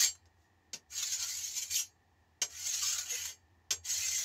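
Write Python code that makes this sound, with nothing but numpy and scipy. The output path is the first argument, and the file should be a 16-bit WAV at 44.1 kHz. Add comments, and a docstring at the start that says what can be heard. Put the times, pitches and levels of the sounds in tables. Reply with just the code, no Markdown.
"""A short rasp and a burst of clinks, then more strokes of a diamond file along a steel sickle in a small room.
Random grit impacts drive coloured noise bands, the bending modes of the blade and a gliding file note.
Contacts give a noise clack, ringing steel modes and a wooden thud; hollow knocks and one faint brush join.
Moving echoes surround these; a low fluttering hum, rumble, hiss and a faint whir lie underneath."""
import sys
import numpy as np
from scipy import signal
from scipy.fft import rfft, irfft
from scipy.io import wavfile

SR = 44100
rng = np.random.default_rng(int(sys.argv[2]) if len(sys.argv) > 2 else 0)


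def file_out(sig):
    """Save sig as 16-bit WAV at sys.argv[1]."""
    # one column per channel
    cols = np.atleast_2d(sig).T
    # limit, then scale
    lim = np.clip(cols, -1, 1)
    pcm = np.round(lim * 32767).astype(np.int16)
    wavfile.write(sys.argv[1], SR, pcm)


N = 187224
T = np.arange(N) / SR

# All table levels are relative; the functions add their own trims.
# Pushes of the file: start t/s, hardest t/s, end t/s, rasp level at hardest/dB,
# pressure loss at start/dB, pressure loss at end/dB,
# body, fizz, grind, file note re rasp/dB (4 columns), note at start f/Hz, note at end f/Hz
STROKES = [(0.0, 0.033, 0.048, -25.5, 0.35, 1.5, -12.5, -13, -22.5, -13.5, 1650, 2300),
           (0.923, 0.988, 1.295, -37.5, 8.6, 3, -11, -17, -22, -24, 1766, 1293),
           (1.3, 1.425, 1.7, -40, 0.48, 7.5, -13, -9.5, -26, -27, 2216, 2372),
           (1.723, 1.758, 1.796, -32, 3.5, 1.5, -10.5, -4, -32, -17, 2395, 2660),
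           (2.51, 2.654, 2.838, -37, 13.3, 1, -10, -17, -22.5, -22, 2170, 2107),
           (2.836, 2.894, 3.077, -33.5, 1.7, 12.5, -10, -15.5, -21, -31.5, 1139, 1487),
           (3.105, 3.148, 3.297, -39, 2, 6, -5, -6, -16.5, -14.5, 2030, 2080),
           (3.864, 3.9, 4.249, -35, 4.1, 0, -10.5, -15, -24, -14.5, 2064, 2100)]
# Level gained per dB of pressure by rasp, body, fizz, grind: slope/(dB/dB)
PRESSURE_SLOPES = [1.175, 0.95, 1.3, .55]
# Grit catching on the edge: t/s, level change/dB, length/s
SNAGS = [(0.965, 4, 0.025), (1.03, 5, 0.0084), (1.134, 4, 0.018), (1.227, 6.5, 0.023), (1.579, 9.5, 0.021),
         (1.626, 10.5, 0.011), (2.673, 4.5, 0.012), (2.746, 6, 0.0088), (2.85, -1.5, 0.0043),
         (2.93, 6, 0.006), (2.987, 8.5, 0.0083), (3.257, 7.5, 0.0058), (3.98, 2, 0.0076), (4.19, 3, 0.0047)]
# Spectra of grit on steel: f/Hz, density level/dB
RASP_SPECTRUM = [(2500, -40.5), (3300, -18.5), (4000, -5.5), (4550, -1), (4950, -9), (5700, 0), (6600, 2),
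                 (7200, 3), (7750, -13), (8200, -16), (9200, -35.5)]
BODY_SPECTRUM = [(900, -43), (1450, -9), (1750, -5.5), (2050, 1), (2400, 3.5), (2900, 7.5), (3300, 7.5),
                 (4200, -25.5)]
FIZZ_SPECTRUM = [(7500, -26.5), (8300, 1), (9000, 4.5), (10200, 5.5), (12000, 0), (13000, -2), (13900, 8),
                 (15000, -32.5), (16000, -1.5)]
GRIND_SPECTRUM = [(200, -23), (400, -17.5), (750, -3), (1100, -3), (1450, 6.5), (1700, -5), (2100, -21)]
# Bending modes of the sickle: f/Hz, rubbed level/dB, struck level/dB, t60/s before the clink's factor
BLADE_MODES = [(2100, -23.5, -28, .12), (2366, -13, -20.5, 0.18), (2848, -9, -12.5, 0.12),
               (3075, -21, -6, 0.089), (3530, -23.5, -12, 0.098), (3960, -11.5, -18, .17),
               (4150, -12.5, -14.5, .16), (4575, -1.5, -7, 0.16), (5220, -4.5, -7.5, 0.11),
               (5224, -10, -14.5, 0.11), (5833, -0.5, -2.5, 0.11), (6160, 1, -9.5, .13),
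               (6420, 6.5, -13.5, 0.14), (6599, 3, 2.5, 0.13), (6820, -2.5, -15, .1),
               (7180, -2.5, -19.5, .13), (7520, 5.5, -4, 0.16), (7650, -1.5, -9.5, 0.1),
               (8530, -20, -22, 0.12), (9340, -14, -30, 0.14), (11350, -26, -22, .15),
               (14600, -25, -27, .08)]
# File meets or leaves the blade: t/s, clack level/dB, ring level/dB, favoured f/Hz,
# wooden thud level/dB, chatter time/s, ring-time factor/1
CLINKS = [(0.0398, -11, -20.5, 6560, -47.5, 0.00067, 0.75), (0.0581, -25, -11, 4600, -54.5, 0.0014, 0.76),
          (.066, -27, -10, 7550, -50, 0.0011, 1.27), (0.1527, -37.5, -47, 4000, -66, 0.00039, 1.6),
          (0.2564, -47, -50, 4000, -50, 0.0007, 0.72), (0.7316, -18, -15.5, 4300, -29.5, 0.011, 0.4),
          (1.707, -34, -13, 6600, -73, 0.0025, .6), (1.755, -40, -5.5, 6700, -58.5, 0.0075, 0.86),
          (1.788, -19, -13.5, 5200, -55.5, 0.013, 1.52), (2.416, -7.5, -4.5, 5820, -21.5, 0.0082, 0.94),
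          (3.301, -32, -25.5, 5100, -43.5, 0.004, 1.3), (3.706, -4.5, -8.5, 7070, -24.5, 0.0076, 1.13)]
# Clack spectrum: f/Hz, density level/dB
CLACK_SPECTRUM = [(300, -23.5), (700, -14), (1100, -12.5), (1900, -7.5), (2900, -3), (4200, -6),
                  (6000, 4.5), (7600, -10.5), (8600, -20), (11500, -16), (14000, -20), (16000, -30.5)]
# Dull modes of handle and bench: f/Hz, level/dB, t60/s
WOOD_MODES = [(309.8, -5.5, 0.038), (368.5, 0, 0.062), (418, 3.5, 0.084), (465, 3, 0.12), (596, -4, 0.11),
              (681, -2, 0.13), (770, -5, 0.025), (950, -5.5, 0.051), (1500, -2.5, 0.096)]
# Hollow knocks of the wood under the blade: t/s, level/dB, f/Hz, t60/s, rise/s
KNOCKS = [(0.738, -32.5, 238, 0.061, 0.0036), (0.742, -35, 159, 0.036, 0.0036),
          (3.115, -23, 483, 0.072, .02)]
# Faint brush as the hand draws back: t/s, level/dB, length/s
RUSTLE = (0.43, -79.5, 0.056)
# Echo decay: f/Hz, t60/s
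ROOM_T60 = [(200, 0.14), (530, 0.2), (1400, 0.13), (3700, 0.097), (9700, 0.12), (15000, 0.097)]
# Hum contour: t/s, level/dB
HUM_CONTOUR = [(0, -72.5), (0.6, -73), (1.1, -70), (1.5, -70.5), (3.5, -72), (3.9, -64)]
# Background spectra: f/Hz, density level/dB
RUMBLE_SPECTRUM = [(20, -19.5), (40, -16.5), (62, -1), (100, -0.5), (130, -15), (200, -41)]
HISS_SPECTRUM = [(65, -33.5), (110, 1), (156, -5), (232, -4), (336, -3), (613, -13), (770, -2),
                 (1560, -19.5), (1800, -2), (2120, -20.5), (2260, -15), (3210, -20), (7060, -24),
                 (9830, -42.5), (15500, -32.5)]


def filing(rasp_db=-3, blade_db=-4, body_db=-2, grind_db=-3, fizz_db=-4,
           damped_width_hz=45, wander_ratio=0.0023, file_width_hz=110):
    """Grit drives the blade and the file; the moving contact damps and detunes the blade modes."""
    grains = shifting(grit(), depth_db=2.7)
    (rasp_gain, body_gain, fizz_gain, grind_gain, note_gain), note_hz = stroking()

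    blade = np.zeros(N)
    for hz, rubbed_db, _, _ in BLADE_MODES:
        wandering_hz = hz * (1 + wander_ratio * drift(12))
        blade += amp(rubbed_db) * evened(resonate(grains, wandering_hz, damped_width_hz))
    blade = evened(colour(blade, [(700, -34.5), (2000, 2), (16000, 3)]))

    note_hz = note_hz * (1 + 0.012 * drift(25))
    file_note = resonate(grains, note_hz, file_width_hz)
    file_note = evened(resonate(file_note, note_hz, 2 * file_width_hz))

    rasp = evened(colour(grains, RASP_SPECTRUM))
    body = evened(colour(grains, BODY_SPECTRUM))
    grind = evened(colour(grains, GRIND_SPECTRUM))
    fizz = evened(colour(grains, FIZZ_SPECTRUM))
    return (rasp_gain * (amp(rasp_db) * rasp + amp(blade_db) * blade)
            + note_gain * file_note
            + body_gain * amp(body_db) * body
            + grind_gain * amp(grind_db) * grind
            + fizz_gain * amp(fizz_db) * fizz)


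def stroking(attack_s=0.032, bite_db=30.5, release_db_per_s=452.5):
    """Pushes bite, press harder, ease and lift off; snags shift the level. Returns five gains and note Hz."""
    gains, note_hz = np.zeros((5, N)), np.zeros(N)
    for (start, hardest, end, rasp_db, start_db, end_db,
         body_db, fizz_db, grind_db, note_db, from_hz, to_hz) in STROKES:
        pressure_db = -np.interp(T, [start, hardest, end], [start_db, 0, end_db])
        early_s, late_s = np.maximum(start - T, 0), np.maximum(T - end, 0)
        touch = amp(-bite_db * (early_s / attack_s) ** 2 - release_db_per_s * late_s)
        shares_db = [0, body_db, fizz_db, grind_db, note_db]
        for gain, share_db, slope in zip(gains, shares_db, [*PRESSURE_SLOPES, 1]):
            gain += touch * amp(rasp_db + share_db + slope * pressure_db)
        glide_hz = np.interp(T, [start, end], [from_hz, to_hz])
        note_hz = np.where(early_s < attack_s, glide_hz, note_hz)
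    snag_db = sum(db * np.exp(-((T - s) / length_s) ** 2) for s, db, length_s in SNAGS)
    return gains * amp(snag_db), note_hz


def grit(rate_per_s=11000, spread_db=2, judder_db=1.8, judder_hz=220):
    """Diamond grains strike the edge, a few of them hard, in clumps as the file judders."""
    strength = amp(spread_db * np.minimum(rng.exponential(1, N), 5))
    polarity = rng.choice([-1, 1], N)
    hits = rng.random(N) < rate_per_s / SR
    return evened(strength * polarity * hits * amp(judder_db * drift(judder_hz)))


def shifting(x, depth_db, width_hz=75, hold_s=0.0093):
    """The travelling contact favours changing overtones: smooth random time-frequency gain patches."""
    hz, t, z = signal.stft(x, SR, nperseg=1024, noverlap=768)
    across = np.fft.fftfreq(len(hz), hz[1])[:, None]
    along = np.fft.fftfreq(len(t), t[1])
    blur = np.exp(-2 * np.pi ** 2 * ((across * width_hz) ** 2 + (along * hold_s) ** 2))
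    patches = evened(np.fft.ifft2(np.fft.fft2(rng.standard_normal(z.shape)) * blur).real)
    shifted = signal.istft(z * amp(depth_db * patches), SR, nperseg=1024, noverlap=768)[1]
    return evened(shifted[:N])


def clinks(favour_db=8, favour_width_hz=500, steel_rise_s=0.0016, wood_rise_s=0.004,
           clack_trim_db=5, ring_trim_db=3):
    """The file chatters on contact; steel modes ring for a time set by each contact; the wood answers."""
    out, t = np.zeros(N), np.arange(SR // 3) / SR
    hz, _, struck_db, t60_s = np.transpose(BLADE_MODES)
    for s, clack_db, ring_db, spot_hz, thud_db, chatter_s, ring_factor in CLINKS:
        chatter = rng.standard_normal(len(t)) * np.sqrt(t) * np.exp(-t / chatter_s)
        clack = unit(colour(chatter, CLACK_SPECTRUM))
        # contact spot favours modes near its pitch and the octave below
        near = (np.exp(-((hz - spot_hz) / favour_width_hz) ** 2)
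                + np.exp(-((hz - spot_hz / 2) / favour_width_hz) ** 2))
        steel = ring(zip(hz, struck_db + favour_db * near, t60_s * ring_factor), t, steel_rise_s)
        thud = ring(WOOD_MODES, t, wood_rise_s)
        ringing = amp(ring_db) * steel + amp(thud_db) * thud
        add(out, s, amp(clack_db + clack_trim_db) * clack + amp(ring_trim_db) * ringing)
    return out


def knocks():
    """Brief hollow notes from the wood, one decaying mode each."""
    out, t = np.zeros(N), np.arange(SR // 3) / SR
    for s, db, hz, t60_s, rise_s in KNOCKS:
        add(out, s, amp(db) * ring([(hz, 0, t60_s)], t, rise_s))
    return out


def rustle():
    """A soft, high brush between two strokes: coloured noise under a Gaussian swell."""
    s, db, length_s = RUSTLE
    swell = np.exp(-((T - s) / length_s) ** 2)
    brush = colour(rng.standard_normal(N), [(1500, -17), (4000, -4), (7200, 0.5), (8500, -16)])
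    return amp(db) * swell * evened(brush)


def room(x, wet_db=-2, count=7, step_s=0.06):
    """Direct sound plus echoes whose pattern changes as hand and blade move."""
    place = T / step_s
    wet = np.zeros(N)
    for k in range(count):
        away = abs((place - k + count / 2) % count - count / 2)
        fade = np.cos(np.pi / 2 * np.minimum(away, 1))
        wet += signal.oaconvolve(x * fade, reflections())[:N]
    return (x + amp(wet_db) * wet) / np.hypot(1, amp(wet_db))


def reflections(gap_s=0.0018, rate_per_s=4000):
    """Dense echoes from near walls, energy 1, each band dying at its own speed."""
    taps = rng.standard_normal(SR // 2) * (rng.random(SR // 2) < rate_per_s / SR)
    hz, t, z = signal.stft(taps, SR, nperseg=256)
    decay = np.exp(-np.log(1000) * t / read(ROOM_T60, hz)[:, None])
    tail = signal.istft(z * decay, SR)[1]
    return unit(tail * (np.arange(len(tail)) > gap_s * SR))


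def background(hum_hz=85, hum_trim_db=-1, flutter_db=5.5, rumble_db=-77, hiss_db=-73, whir_db=-83):
    """A phase-wandering sine hum swells and sags over coloured-noise rumble and hiss, with a resonant whir."""
    hum_level_db = np.interp(T, *np.transpose(HUM_CONTOUR)) + hum_trim_db
    hum = amp(hum_level_db) * evened(np.sin(2 * np.pi * hum_hz * T + 0.89 * drift(10)))
    flutter = amp(flutter_db * np.minimum(drift(12), 1.8))
    rumble_noise, hiss_noise, whir_noise = rng.standard_normal((3, N))
    rumble = evened(colour(rumble_noise, RUMBLE_SPECTRUM, size=8192))
    hiss = evened(colour(hiss_noise, HISS_SPECTRUM))
    whir = np.zeros(N)
    for hz, width_hz in [(790, 290), (1890, 140)]:
        whir += evened(resonate(resonate(whir_noise, hz, width_hz), hz, width_hz))
    return (hum * flutter + amp(rumble_db) * rumble
            + amp(hiss_db) * hiss + amp(whir_db) * evened(whir))


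def ring(modes, t, rise_s):
    """Random-phase sines swell briefly and die, energy 1; modes are f/Hz, level/dB, t60/s."""
    waves = np.zeros(len(t))
    for hz, db, t60_s in modes:
        decay = np.exp(-np.log(1000) * t / t60_s)
        waves += amp(db) * decay * np.sin(2 * np.pi * (hz * t + rng.random()))
    return unit(waves * (1 - np.exp(-t / rise_s)))


def resonate(x, hz, width_hz):
    """A resonance following hz: shift down to 0 Hz, one-pole lowpass, shift back up."""
    turn = np.exp(2j * np.pi * np.cumsum(hz * np.ones(N)) / SR)
    pole = np.exp(-np.pi * width_hz / SR)
    return (turn * signal.lfilter([1 - pole], [1, -pole], x / turn)).real


def colour(x, points, size=2048):
    """Minimum-phase filter with the given spectrum, floored at -100 dB."""
    level_db = np.maximum(read(points, abs(np.fft.fftfreq(size, 1 / SR))), -100)
    log_gain = np.log(amp(level_db))
    taps = np.fft.ifft(np.exp(np.conj(signal.hilbert(log_gain)))).real
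    return signal.oaconvolve(x, taps[:size // 2])[:len(x)]


def drift(rate_hz):
    """Smooth random curve of rms 1: noise under a Gaussian lowpass."""
    f = np.fft.rfftfreq(N, 1 / SR)
    return evened(irfft(rfft(rng.standard_normal(N)) * np.exp(-(f / rate_hz) ** 2), N))


def read(points, hz):
    """Interpolates a table on a log-frequency axis."""
    f, value = np.transpose(points)
    return np.interp(np.log(hz + 1), np.log(f + 1), value)


def amp(db):
    """Decibels to gain."""
    return 10 ** (np.asarray(db) / 20)


def evened(x):
    """Scales to rms 1."""
    return x / np.sqrt(np.mean(x ** 2) + 1e-20)


def unit(x):
    """Scales to energy 1."""
    return x / np.linalg.norm(x)


def add(mix, s, sound):
    """Mixes a sound in at time s, cut at the end of the mix."""
    part = mix[max(round(s * SR), 0):][:len(sound)]
    part += sound[:len(part)]


def scene():
    """Strokes, clinks, knocks and brush in the room, over the background."""
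    foreground = filing() + clinks() + knocks() + rustle()
    return (room(foreground) + background())[None]


def record(dry, edge_hz=15720):
    """The recorder's band limit: a linear-phase lowpass."""
    taps = signal.firwin(701, edge_hz, window=("kaiser", 9), fs=SR)
    return signal.oaconvolve(dry, taps[None], "same")


dry = scene()
out = record(dry)
file_out(out)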